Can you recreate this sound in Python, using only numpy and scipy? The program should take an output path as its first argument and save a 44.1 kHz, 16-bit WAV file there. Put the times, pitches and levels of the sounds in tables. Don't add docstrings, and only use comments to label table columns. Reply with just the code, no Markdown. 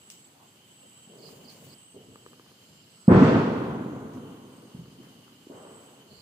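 import sys
import numpy as np
from scipy import signal
from scipy.fft import rfft, irfft
from scipy.io import wavfile

SR = 44100
rng = np.random.default_rng(int(sys.argv[2]) if len(sys.argv) > 2 else 0)


def materialize(psi):
    bounded = np.clip(np.atleast_2d(psi).T, -1, 1)
    quanta = np.round(bounded * 32767).astype(np.int16)
    wavfile.write(sys.argv[1], SR, quanta)


N = 273861


def amp(db):
    return 10 ** (np.asarray(db) / 20)


def rms_one(x):
    return x / np.sqrt(np.mean(x ** 2) + 1e-20)


def seconds():
    return np.arange(N) / SR


def level_over_time(points):
    time_s, level_db = np.transpose(points)
    return np.interp(seconds(), time_s, level_db)


def at_hz(points, hz):
    point_hz, value = np.transpose(points)
    return np.interp(np.log(hz), np.log(point_hz), value)


def drift(rate_hz):
    r = np.exp(-80 * np.pi * rate_hz / SR)
    noise = rng.standard_normal(N // 40 + 2002)
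    slow = signal.lfilter([1], [1, -2 * r, r * r], noise)[2000:]
    return np.interp(np.arange(N) / 40, np.arange(len(slow)), rms_one(slow))


def unbroken(start_s):
    break_s = 1.742
    return (seconds() < break_s) | (start_s > break_s)


def pan(x, left_minus_right_db):
    return x * amp([[left_minus_right_db / 2], [-left_minus_right_db / 2]])


def late_left(x):
    lag_samples = 7
    return np.array([np.roll(x[0], lag_samples), x[1]])


def noise_bands():
    # (frequency [Hz], correlation [0-1])
    likeness = [(60, 0.96), (250, 0.98), (500, 0.74), (1000, 0.45), (2000, 0.0)]
    edges_hz = 24 * 2 ** np.arange(0, 9.7, 1 / 2.5)
    white = rng.standard_normal((2, 2, N))
    for k, (low_hz, high_hz) in enumerate(zip(edges_hz, edges_hz[1:])):
        band_filter = signal.butter(3, [low_hz, high_hz], "band", fs=SR, output="sos")
        mid, side = signal.sosfilt(band_filter, white[k % 2])
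        centre_hz = np.sqrt(low_hz * high_hz)
        alike = np.clip(at_hz(likeness, centre_hz), 0, 1)
        stereo = np.sqrt(1 + alike) * mid + np.sqrt(1 - alike) * side * [[1], [-1]]
        yield centre_hz, stereo * np.sqrt(SR) / 2


def resonate(x, hz, width_hz):
    r = np.exp(-np.pi * width_hz / SR)
    a = [1, -2 * r * np.cos(2 * np.pi * hz / SR), r * r]
    once = signal.lfilter([1, 0, -1], a, x)
    return rms_one(signal.lfilter([1, 0, -1], a, once))


def blasts():
    # (time [s], envelope peak [dB], ring [Hz], third of time to peak [ms])
    fronts = [(1.072, -46, 194, 1.4), (1.094, -49, 197, 2.4), (1.944, -40, 277, 0.54),
              (1.96, -39.5, 403, 2.8), (2.689, -50, 182, 1.4), (3.0787, 1.0, 200, 1.55),
              (3.102, -4.5, 209, 1.5), (3.114, -1.5, 227, 0.71), (3.158, -4, 216, 1.25),
              (3.172, -3.5, 185, 1.44), (3.214, -4, 250.7, 3.9), (3.232, -7, 235, 1.64),
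              (3.122, -0.5, 172, 0.78), (3.34, -19, 231, 2.5), (3.8, -26, 228, 2.0),
              (3.858, -24.5, 200, 1.7), (4.175, -33, 223, 2.4), (4.745, -32, 170, 1.7),
              (4.785, -34.5, 174, 2.9), (5.468, -36.5, 322, 0.8), (5.499, -32.5, 330, 0.77),
              (5.506, -36.5, 277, 1.5)]
    crack_db, crack_hz, crack_peak_s = -28.5, 917, 0.004
    out, t = np.zeros(N), np.arange(SR // 10) / SR
    v = t / crack_peak_s
    crack = (v * np.exp(1 - v)) ** 2 * np.sin(2 * np.pi * crack_hz * t)
    for start_s, db, ring_hz, third_ms in fronts:
        u = t / (third_ms / 1000 * 3)
        thud = (u * np.exp(1 - u)) ** 2.2 * np.sin(2 * np.pi * ring_hz * t)
        out[round(start_s * SR):][:len(t)] += amp(db) * thud + amp(db + crack_db) * crack
    return late_left(pan(out, -0.6))


def rolls(bands):
    # (time [s], level [dB], tilt under 1 kHz [dB/octave], loss in the air [dB/kHz],
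    #  swell stretch [x], fall stretch [x], low-middle lift [dB])
    echoes = [(1.068, -70, 2.5, 7.5, 5, 1.7, 5), (1.59, -70.5, 0, 14, 2.2, 0.6, -9),
              (1.942, -65.5, 3.5, 19.5, 0.3, 0.95, 4.5), (2.08, -70.5, -9, 14, 0.19, 0.22, 8),
              (2.688, -74.5, -5.5, 14, 0.47, 0.45, 5), (3.079, -32.5, 0, 0.07, 0.99, 1.06, -1),
              (3.339, -40.5, 3.0, 3.5, 0.15, 0.23, 0), (4.135, -60.5, -0.5, 8, 0.39, 0.8, -14),
              (4.745, -66, -6.0, 11, 0.91, 0.7, -1), (4.98, -69.5, 0.5, 8, 0.4, 1.2, -4),
              (5.491, -67, 5.5, 6, 1.3, 1.25, 4.0), (6.09, -74.5, -7, 8.0, 0.6, 0.6, 6.1)]
    # (frequency [Hz], rise [s], hold [s], fall [dB/s])
    pace = [(80, .012, .06, 41), (129, 0.0073, 0.086, 40.5), (230, 0.011, 0.045, 31),
            (450, 0.0031, 0.039, 35.5), (1200, 0.011, 0.11, 33.5), (1870, 0.017, 0.15, 45.5),
            (3000, .035, 0.22, 43.5), (6000, 0.056, 0.19, 55)]
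    # (frequency [Hz], level [dB per Hz])
    colour = [(15, -65), (25, -30), (54, -26), (133, -4), (184, -7.5), (253, -5), (293, -2.5), (375, -14.5),
              (404, -5.5), (480, -11.5), (630, -19), (1110, -20), (1500, -25.5), (1900, -32), (8160, -58),
              (9000, -79), (11700, -95), (19800, -120)]
    late_db, late_fall_share = -14.5, 0.5
    lift_hz, lift_octaves = 553, 0.48
    coarse_s = seconds()[::32]
    pace_hz, *pace_columns = np.transpose(pace)
    out, lumps = 0, drift(31)
    for hz, band in bands:
        rise_s, hold_s, fall_db_s = [np.interp(np.log(hz), np.log(pace_hz), c) for c in pace_columns]
        lift = np.exp(-(np.log2(hz / lift_hz) / lift_octaves) ** 2)
        octaves = np.log2(np.clip(hz, 120, 1000) / 250)
        power = 0
        for start_s, db, tilt_db, air_db, swell, slow, lift_db in echoes:
            since_s = np.maximum(coarse_s - start_s, 0)
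            drop_db = fall_db_s / slow * np.maximum(since_s - hold_s * swell, 0)
            attack = (1 - np.exp(-since_s / (rise_s * swell))) ** 2
            decay = np.hypot(amp(-drop_db), amp(late_db - late_fall_share * drop_db))
            gain = amp(db + tilt_db * octaves - air_db * hz / 1000 + lift_db * lift)
            power = power + (gain * attack * decay * unbroken(start_s)[::32]) ** 2
        colour_db = at_hz(colour, hz) + 1.2 * np.clip(np.log2(1200 / hz), 0, 1) * lumps
        out = out + np.interp(seconds(), coarse_s, np.sqrt(power)) * amp(colour_db) * band
    return late_left(pan(out, -0.18))


def rustle():
    # (time [s], level [dB], rise [s], fall [dB/s], extra around 5.5 kHz [dB])
    rustles = [(0.104, -49, 0.0058, 210, 0.5), (1.1, -53.5, .2, 35, -7), (1.48, -54, .04, 53.5, -6),
               (1.62, -58, .02, 60, -27), (4.125, -62, .018, 202, 0), (5.028, -66, .004, 77, -3)]
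    # (frequency [Hz], level [dB])
    grain_colour = [(1200, -6), (2300, 5.5), (4000, 6.5), (6500, 11), (9000, 6.5), (12000, -2), (15500, 5)]
    # (time [s], level [dB])
    snaps = [(0.101, -29), (1.7447, -52), (4.1344, -49), (5.0305, -48)]
    level, extra = 1e-9, 0
    for start_s, db, rise_s, fall_db_s, extra_db in rustles:
        since_s = seconds() - start_s
        fall = amp(db - fall_db_s * np.maximum(since_s - rise_s, 0))
        one = fall * np.clip(since_s / rise_s, 0, 1) * unbroken(start_s)
        level, extra = level + one, extra + one * (amp(extra_db) - 1)
    clumped = rng.standard_normal((2, N)) * amp(1.7 * rng.exponential(1, (2, N)))
    grains = level * amp(1.4 * drift(60)) * rms_one(clumped)
    t = np.arange(SR // 50) / SR
    for start_s, db in snaps:
        snap = amp(db) * (t / 0.00095) * np.exp(-t / 0.00098) * rng.choice([-1, 1], (2, len(t)))
        grains[:, round(start_s * SR):][:, :len(t)] += snap
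    hz = np.maximum(np.fft.rfftfreq(N, 1 / SR), 1)
    tint = amp(at_hz(grain_colour, hz)) * np.minimum(hz / grain_colour[0][0], 1) ** 2
    crisp = np.exp(-np.log(hz / 5500) ** 2 / 0.36)
    spectrum = rfft(grains) * rms_one(tint)
    return pan(irfft(spectrum, N) + extra / level * irfft(spectrum * crisp, N), 2.7)


def knocks():
    # (time [s], level [dB])
    taps = [(1.290, -45), (2.1577, -40.5), (2.2632, -38), (2.332, -45), (2.3965, -43.5), (2.464, -53.5),
            (2.516, -50), (3.030, -54), (4.857, -49), (5.034, -49), (5.28, -51)]
    # (frequency [Hz], level re tap [dB], decay by 60 dB [s])
    modes = [(456, 2, 0.016), (1030, -6, 0.012), (1197, -1.5, 0.018), (1630, -10.5, 0.017),
             (2400, -12, 0.009), (3300, -21, .006)]
    out = np.zeros(N)
    tap_s, tap_db = np.transpose(taps)
    at = [round(s * SR) for s in tap_s]
    spread_db = rng.normal(0, 1.0, (len(at), len(modes)))
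    for k, (hz, mode_db, t60_s) in enumerate(modes):
        clicks = np.full(N, 1e-18)
        clicks[at] = amp(tap_db + mode_db + spread_db[:, k])
        r, w = amp(-60 / (t60_s * SR)), 2 * np.pi * hz / SR
        out += signal.lfilter([0, np.sin(w)], [1, -2 * r * np.cos(w), r * r], clicks)
    thin = signal.sosfilt(signal.butter(2, 250, "high", fs=SR, output="sos"), out)
    return late_left(pan(thin, 1.0))


def scuff():
    # (time [s], time to fade start [s], level [dB], frequency [Hz], width of each resonator pass [Hz])
    drags = [(0.345, .11, -62, 760, 300), (0.388, 0.053, -62.5, 1030, 200), (0.828, 0.023, -60, 520, 200),
             (2.963, 0.12, -68, 1270, 299), (5.02, 0.056, -65.5, 1500, 1197),
             (5.258, 0.085, -66, 1310, 500)]
    rise_s, fade_s = 0.0068, 0.04
    out, uneven = 0, amp(2.0 * drift(28.6))
    for start_s, length_s, db, hz, width_hz in drags:
        shape = np.interp(seconds() - start_s, [0, rise_s, length_s, length_s + fade_s], [0, 1, 1, 0])
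        out = out + amp(db) * shape * resonate(rng.standard_normal((2, N)), hz, width_hz)
    return out * uneven


def strokes():
    # (start [s], end [s], first stroke [dB], full stroke [dB], full-strength top [Hz], leaf blur [dB])
    chirps = [(1.184, 1.288, -58.5, -50.5, 5200, 0.5), (1.411, 1.51, -70, -46.5, 5250, -1.5),
              (1.657, 1.738, -65.5, -50.5, 5150, 1), (6.063, 6.207, -73, -56, 4910, 3)]
    low_hz, closing_s, beat_s = 4070, 0.019, 0.0345
    shortfall_kept = 0.392
    opening_db, sag_hz_per_db = -6.5, 20
    out, tail_s = 0, np.arange(SR // 4) / SR
    scatter = np.exp(-tail_s / 0.014) * amp(-29) + np.exp(-tail_s / 0.063) * amp(-33)
    leaves = rng.standard_normal((2, len(tail_s))) * scatter
    teeth = amp(2.5 * drift(250))
    for start_s, end_s, first_db, full_db, top_hz, blur_db in chirps:
        stroke, t = np.divmod(np.arange(round((end_s - start_s) * SR)) / SR, beat_s)
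        short_db = (first_db - full_db) * shortfall_kept ** stroke
        closing = t < closing_s
        u = np.where(closing, t / closing_s, (t - closing_s) / (beat_s - closing_s))
        start_hz = top_hz + sag_hz_per_db * short_db
        hz = low_hz + (start_hz - low_hz) * np.where(closing, 1 - u, u)
        shape = amp(full_db + short_db + opening_db * ~closing) * np.abs(np.sin(np.pi * u)) ** 0.5
        tone = shape * np.sin(2 * np.pi * np.cumsum(hz) / SR) * signal.windows.tukey(len(t), 0.06)
        chirp = np.zeros(N + SR)
        chirp[round(start_s * SR):][:len(t)] = tone
        chirp = chirp[:N] * teeth
        blurred = signal.fftconvolve(chirp[None], leaves, axes=1)[:, :N]
        out = out + (chirp + amp(blur_db) * blurred) * unbroken(start_s)
    return pan(out, -10.5)


def thin_insects():
    # (time [s], length [s], level [dB], first pitch [Hz], last pitch [Hz])
    songs = [(-0.12, 0.5, -57.5, 7760, 7860), (0.375, 0.26, -66, 7600, 7700),
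             (0.617, 0.63, -57, 7930, 7830), (1.116, .42, -66.5, 7660, 7380), (1.51, .3, -65, 7600, 7770),
             (1.678, .32, -57.5, 7930, 8150), (1.974, 0.44, -63, 7800, 7900), (2.52, 0.43, -67, 7450, 7500),
             (2.852, 0.46, -59.5, 7950, 7950), (3.78, .3, -73, 7400, 6900), (4.394, .42, -69, 8150, 8440),
             (5.33, 0.37, -69.5, 7650, 7500), (5.503, 0.52, -58.5, 8100, 7840),
             (6.06, 0.27, -67.5, 7450, 7450)]
    blur_cutoff_hz, arch_power = 110, 0.77
    skirt_down_hz, skirt_db = 260, -10.5
    lowpass = signal.butter(2, blur_cutoff_hz, fs=SR, output="sos")
    blur = rms_one(signal.sosfilt(lowpass, rng.standard_normal((2, 2, N))))
    wander = np.exp(1j * np.cumsum(drift(40)) * 600 / SR)
    skirt = 1 + amp(skirt_db) * np.exp(-2j * np.pi * skirt_down_hz * seconds()) * wander
    out = 0
    for start_s, length_s, db, first_hz, last_hz in songs:
        u = np.clip((seconds() - start_s) / length_s, 0, 1)
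        phase = 2 * np.pi * np.cumsum(first_hz + (last_hz - first_hz) * u) / SR
        carrier = np.exp(1j * phase) * skirt
        arch = np.abs(np.sin(np.pi * u)) ** arch_power
        out = out + amp(db) * arch * (blur[0] * carrier.real + blur[1] * carrier.imag)
    return pan(amp(0.76 * drift(35)) * out, -2.5)


def crickets():
    # (time [s], level [dB])
    chorus_db = [(0.0, -67), (0.15, -65), (0.23, -78), (0.54, -72), (0.58, -67), (1.9, -67), (2.6, -69),
                 (2.85, -68), (3.9, -72), (4.1, -77.5), (4.22, -65.5), (4.5, -69.5), (5.1, -67),
                 (5.5, -69.5), (5.68, -66), (5.85, -69), (6.2, -67.5)]
    # (frequency [Hz], width of each resonator pass [Hz], level re chorus [dB])
    voices = [(3095, 98, 0.12), (2897, 310, 0.24)]
    level_db = level_over_time(chorus_db) + 1.0 * drift(9.2)
    out = 0
    for hz, width_hz, db in voices:
        voice = resonate(rng.standard_normal((2, N)), hz, width_hz)
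        out = out + amp(level_db + db + 2.0 * drift(30)) * voice
    return pan(out, -0.6)


def steady_insect():
    hz, width_hz, db = 6380, 270, -77
    song = resonate(rng.standard_normal((2, N)), hz, width_hz)
    return pan(amp(db + 1.5 * drift(8)) * song, -8)


def insect_haze():
    # (time [s], level [dB])
    haze_db = [(0.0, -77), (1.95, -76.5), (2.5, -70), (3.05, -68.5), (3.45, -70), (3.95, -92), (4.4, -78),
               (4.65, -72.5), (5.2, -72), (6.0, -77.5), (6.2, -69)]
    # (frequency [Hz], width of each resonator pass [Hz])
    haze_bands = [(4300, 860), (4950, 970)]
    haze = sum(resonate(rng.standard_normal((2, N)), hz, width_hz) for hz, width_hz in haze_bands)
    return pan(amp(level_over_time(haze_db)) * haze, -4.5)


def night(bands):
    # (frequency [Hz], level [dB per Hz])
    air_colour = [(15, -51), (25, -30.5), (53, -21.5), (119, 1.5), (198, 1), (567, -9), (1340, -13),
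                  (1620, -15), (3000, -13.5), (3340, -12), (5580, -22.5), (7700, -15.5), (10100, -20.5),
                  (14300, -22), (15500, -23)]
    night_rms_db = -58
    together = drift(8.2)
    air = 0
    for hz, band in bands:
        level_db = at_hz(air_colour, hz) + 0.67 * together + 0.62 * drift(16)
        air = air + amp(level_db) * band[:, ::-1]
    return amp(night_rms_db) * late_left(rms_one(air))


def scene():
    bands = list(noise_bands())
    events = blasts() + rolls(bands) + rustle() + knocks() + scuff()
    insects = strokes() + thin_insects() + crickets() + steady_insect() + insect_haze()
    return events + insects + night(bands)


def record(dry):
    low_cut_hz, top_cut_hz, ceiling = 61, 15550, 1.3
    wet = signal.sosfilt(signal.butter(2, low_cut_hz, "high", fs=SR, output="sos"), dry)
    rounded = ceiling * np.tanh(wet / ceiling)
    return signal.sosfilt(signal.ellip(12, 0.5, 75, top_cut_hz, fs=SR, output="sos"), rounded)


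dry = scene()
out = record(dry)
materialize(out)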